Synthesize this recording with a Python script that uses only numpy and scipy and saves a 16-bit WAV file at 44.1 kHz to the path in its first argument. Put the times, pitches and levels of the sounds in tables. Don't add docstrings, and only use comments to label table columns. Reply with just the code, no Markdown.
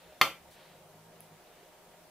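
import sys
import numpy as np
from scipy import signal
from scipy.fft import rfft, irfft
from scipy.io import wavfile
from scipy.ndimage import uniform_filter1d

SR = 44100
rng = np.random.default_rng(int(sys.argv[2]) if len(sys.argv) > 2 else 0)


def makeup_ratio(level_db):
    decades = np.asarray(level_db, float) / 20
    return 10 ** decades


def to_wav(sig):
    pcm = np.clip(np.atleast_2d(sig), -1, 1) * 32767
    pcm = np.round(pcm).astype(np.int16)
    wavfile.write(sys.argv[1], SR, pcm.T)


N = 92610

# start_s, level_db
KNOCK_CONTACTS = [
    (.21322, -12),
    (.2141, -13),
    (.21485, -13),
    (.2198, -21),
]
# freq_hz, level_db
CRACK_COLOUR = [(300, -22.5), (850, -6), (1250, -1), (3650, -5), (3950, -17.5), (8500, -23.5), (14500, -17),
                (16500, -46)]


def evened(x):
    return x / np.sqrt(np.mean(x ** 2) + 1e-20)


def read(points, hz):
    f, value = np.transpose(points)
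    return np.interp(np.log(hz + 1), np.log(f + 1), value)


def add(mix, start_s, sound):
    at = round(start_s * SR)
    sound = sound[..., max(-at, 0):]
    part = mix[..., max(at, 0):][..., :sound.shape[-1]]
    part += sound[..., :part.shape[-1]]


def pair(z, same):
    same = np.clip(same, 0, 1)
    mid = np.sqrt((1 + same) / 2) * z[0]
    side = np.sqrt((1 - same) / 2) * z[1]
    return np.array([mid + side, mid - side])


def kitchen_air():
    # freq_hz, density_db_per_hz
    air_tone = [(30, -17.5), (170, -16.5), (250, -13.5), (400, -13.5), (700, -11), (1300, -16),
                (4500, -23.5), (15000, -26.5)]
    # freq_hz, likeness_0_to_1
    air_likeness = [(60, 1), (180, 0.39), (550, 0.58), (1650, 0.64), (4970, 0), (15000, 0.03)]
    level_db, edge_hz, patchy_db = -60, 15600, 1.1
    size = 1024
    frames, hz = N // 256 + 5, np.fft.rfftfreq(size, 1 / SR)
    a, b, c, d, patches = rng.standard_normal((frames, len(hz), 5)).T
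    patches = uniform_filter1d(patches, size=10, axis=0)
    patches = evened(uniform_filter1d(patches, size=8, axis=1))
    noise = pair([a + 1j * b, c + 1j * d], read(air_likeness, hz)[:, None])
    gain = makeup_ratio(read(air_tone, hz)[:, None] + patchy_db * patches)
    spectrum = noise * gain * (hz < edge_hz)[:, None]
    hiss = signal.istft(spectrum, nperseg=size, noverlap=768)[1][:, :N]
    return makeup_ratio(level_db) * evened(hiss)


def fan_motor():
    # speed_multiple, level_db
    fan_lines = [(1.66, -70.5), (3.4, -73.5), (3.9, -72), (4.65, -73), (5.15, -71), (6, -67), (6.9, -70),
                 (8, -74.5), (9, -72)]
    speed_hz, width_hz = 103.15, 11.6
    memory = np.exp(-np.pi * width_hz / SR)
    t, out = np.arange(N) / SR, np.zeros((2, N))
    for multiple, db in fan_lines:
        slow_noise = signal.lfilter([1], [1, -memory], rng.standard_normal((2, 2, N)))
        drift = pair(slow_noise, 1.0)
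        phase = 2 * np.pi * multiple * speed_hz * t
        line = drift[:, 0] * np.cos(phase) + drift[:, 1] * np.sin(phase)
        out += makeup_ratio(db) * evened(line)
    return out


def far_motor():
    # time_s, speed_hz, level_db
    motor_course = [(0, 55.8, -80), (.4, 55, -69), (.56, 54.5, -70), (.62, 52.74, -71), (.78, 49, -66),
                    (.9, 50.6, -69), (.95, 52.3, -61), (1.1, 54.33, -63.5), (1.17, 54, -66.5),
                    (1.22, 53.5, -61), (1.29, 52.5, -68.5), (1.34, 52.05, -60.5), (1.41, 53, -76),
                    (2.1, 55, -105)]
    # speed_multiple, level_db
    motor_orders = [(2, -8), (3, 0), (4, -9)]
    time_s, speed_hz, level_db = np.transpose(motor_course)
    t = np.arange(N) / SR
    turns = np.cumsum(np.interp(t, time_s, speed_hz)) / SR
    hum = np.zeros(N)
    for multiple, db in motor_orders:
        hum += makeup_ratio(db) * np.sin(2 * np.pi * (multiple * turns + rng.random()))
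    return makeup_ratio(np.interp(t, time_s, level_db) + 2) * hum


def wet_strokes():
    # start_s, length_s, level_db, low_hz, high_hz
    slides = [
        (-.25, 0.58, -64.5, 1200, 4460),
        (.47, 0.36, -62.5, 1283, 4800),
        (0.5, 0.067, -63.5, 3000, 14500),
        (1.099, 0.36, -71.5, 1180, 4500),
        (1.402, 0.38, -69, 1520, 4240),
        (1.85, .15, -75, 1500, 5560),
    ]
    grains_per_s, spread_db, likeness = 18000, 2, 0.82
    out = np.zeros((2, N))
    for start_s, length_s, db, low_hz, high_hz in slides:
        chance, sign, size = rng.random((SR // 2, 2, 3)).T
        strength = makeup_ratio(-spread_db * np.log(size + 0.0008))
        grains = (chance < grains_per_s / SR) * np.sign(sign - .5) * strength
        edges_hz = [low_hz, min(high_hz, .45 * SR)]
        band = signal.butter(2, edges_hz, btype="band", fs=SR, output="sos")
        friction = evened(signal.sosfiltfilt(band, pair(grains, likeness)))
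        progress = np.minimum(np.arange(SR // 2) / SR / length_s, 1)
        swell = np.sin(np.pi * progress ** 0.78)
        add(out, start_s, makeup_ratio(db) * swell * friction)
    return out


def counter_rumbles():
    # start_s, length_s, level_db, pitch_hz
    pushes = [
        (0.025, 0.14, -74, 63),
        (0.24, 0.11, -70, 64.5),
        (0.37, .2, -72, 71),
        (.72, 0.14, -78, 58),
        (1.278, .2, -86, 58),
    ]
    out = np.zeros(N)
    for start_s, length_s, db, hz in pushes:
        t = np.arange(0, length_s, 1 / SR)
        swell = np.sin(np.pi * t / length_s)
        add(out, start_s, makeup_ratio(db + 5) * swell * np.sin(2 * np.pi * hz * t))
    return out


def wet_ticks():
    # peak_s, level_db, pitch_hz, length_cycles
    bursts = [
        (.12451, -51, 651, 2.6),
        (.5231, -57, 3301, 5.1),
        (1.20591, -45, 14001, 3.1),
        (1.20611, -51, 7501, 2.6),
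        (1.20625, -36.5, 11201, 7.5),
        (1.20641, -53, 2901, 3.1),
        (1.4721, -60, 3901, 12.1),
        (1.5271, -59, 3001, 3.1),
        (1.6321, -53, 501, 1.6),
        (1.9441, -53, 701, 1.6),
    ]
    out = np.zeros(N)
    for peak_s, db, hz, cycles in bursts:
        length_s = cycles / hz
        u = np.arange(0, 2.5 * cycles / hz, 1 / SR) / length_s
        envelope = u / 0.2 * np.exp(1 - u / 0.25)
        add(out, peak_s - 0.38 * length_s, makeup_ratio(db) * envelope * np.sin(2 * np.pi * cycles * u))
    return out


def board_clack():
    # pitch_hz, level_db, t60_s
    board_modes = [(373, -23, .13), (540.5, -12, 0.1), (795, -9, 0.035), (1120, 4, 0.0073),
                   (1238, -16.5, 0.042), (1354, -19.5, 0.17), (1840, -18.5, 0.072), (2073, 4, 0.032),
                   (2394, -9, 0.009), (2700, -13.5, 0.094), (2900, -8.5, .03), (3123, -8.5, 0.095),
                   (3386, -1.5, 0.042)]
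    contact_s, radiate_hz = 0.0001, 595
    t, out = np.arange(SR // 2) / SR, np.zeros(N)
    ring = sum(-makeup_ratio(db - 60 * t / t60) * np.sin(2 * np.pi * hz * t) for hz, db, t60 in board_modes)
    push = t * np.exp(-t / (contact_s / 2))
    ring = signal.fftconvolve(ring, push / push.sum())[:len(t)]
    ring = signal.sosfilt(signal.butter(2, radiate_hz, "high", fs=SR, output="sos"), ring)
    for start_s, db in KNOCK_CONTACTS:
        add(out, start_s, makeup_ratio(db) * ring)
    return out


def blade_ring(t):
    # pitch_hz, level_db, t60_s
    blade_modes = [(4310, 1.5, 0.032), (4746, 3.6, 0.02), (5500, -14, 0.023), (5970, -4.5, 0.022),
                   (6301, -26, 0.045), (7190, -12, 0.029), (8800, -20, 0.017), (9440, -21, .06),
                   (11240, -14, 0.05), (11700, -29, .045), (12800, -18, .031), (13500, -27, 0.021),
                   (14530, -4, .042)]
    spacing_s, pan_db = .00001, 1
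    lag = np.maximum(t - np.array([[0], [spacing_s]]), 0)
    ring = sum(-makeup_ratio(db - 60 * lag / t60) * np.sin(2 * np.pi * hz * lag) for hz, db, t60 in blade_modes)
    hit_db = KNOCK_CONTACTS[0][1]
    return makeup_ratio(hit_db - 7 + pan_db * np.array([[1], [-1]])) * ring


def splinter_crack(t):
    level_db, t60_s, treble_likeness = -10.5, 0.013, 0.68
    hz = np.fft.rfftfreq(len(t), 1 / SR)
    likeness = treble_likeness + (1 - treble_likeness) / (1 + (hz / 3500) ** 2)
    spectrum = pair(rfft(rng.standard_normal((2, len(t)))), likeness)
    noise = irfft(spectrum * makeup_ratio(read(CRACK_COLOUR, hz)), len(t))
    return makeup_ratio(level_db - 60 * t / t60_s) * evened(noise)


def knock():
    rise_s = 0.00063
    t, out = np.arange(SR // 2) / SR, np.zeros((2, N))
    rise = 1 - np.exp(-t / rise_s)
    add(out, KNOCK_CONTACTS[0][0], rise * (blade_ring(t) + splinter_crack(t)))
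    return out + board_clack()


def counter_thud():
    pitch_hz, level_db, t60_s, rise_s = 138.2, -42, 0.26, .008
    t, out = np.arange(SR // 2) / SR, np.zeros(N)
    envelope = makeup_ratio(level_db - 60 * t / t60_s) * (1 - np.exp(-t / rise_s))
    add(out, KNOCK_CONTACTS[0][0], envelope * np.sin(2 * np.pi * pitch_hz * t))
    return out


def scattered_knock():
    level_db = 4.5
    hz, out = np.fft.rfftfreq(512, 1 / SR), np.zeros(N)
    clap = np.fft.fftshift(irfft(makeup_ratio(read(CRACK_COLOUR, hz))))
    add(out, KNOCK_CONTACTS[0][0] - 200 / SR, makeup_ratio(level_db) * clap / np.linalg.norm(clap))
    return out


def room(x):
    # freq_hz, t60_s
    room_decay = [(100, 0.28), (260, 0.29), (700, 0.22), (1840, 0.29), (4850, 0.24), (12800, 0.27)]
    # freq_hz, likeness_0_to_1
    room_likeness = [(200, 1), (1300, 0.94), (2400, 0.87), (4400, 0), (8000, 0.33)]
    # freq_hz, level_db
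    room_colour = [(100, -10), (600, 11.5), (1300, -7.8), (3000, -0.9), (8000, 3.2), (15000, -2.5)]
    delay_s = .0021
    taps = np.zeros((2, SR // 2))
    at = np.arange(0, SR // 2 - 12, 12) + rng.integers(0, 12, (2, (SR // 2 - 1) // 12))
    np.put_along_axis(taps, at, rng.choice([-1., 1.], at.shape), 1)
    hz, t, z = signal.stft(taps, SR, nperseg=256)
    decay_db = -60 * t / read(room_decay, hz)[:, None]
    z = pair(z, read(room_likeness, hz)[:, None])
    z = z * makeup_ratio(read(room_colour, hz)[:, None] + decay_db)
    tail = signal.istft(z, SR, nperseg=256)[1]
    tail = tail / np.linalg.norm(tail[0])
    tail = np.pad(tail, ((0, 0), (round(delay_s * SR), 0)))
    return signal.fftconvolve(x[None], tail, axes=1)[:, :N]


def scene():
    room_db, tick_room_db = -6, -5.5
    hit, small = knock(), wet_ticks()
    into_room = makeup_ratio(room_db) * hit.mean(0) + scattered_knock() + makeup_ratio(tick_room_db) * small
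    action = hit + counter_thud() + small + room(into_room) + wet_strokes()
    background = kitchen_air() + fan_motor() + far_motor() + counter_rumbles()
    return action + background


def roll_off(x):
    return signal.sosfilt(signal.butter(12, 16000, fs=SR, output="sos"), x)


def record(dry):
    return roll_off(dry)


dry = scene()
out = record(dry)
to_wav(out)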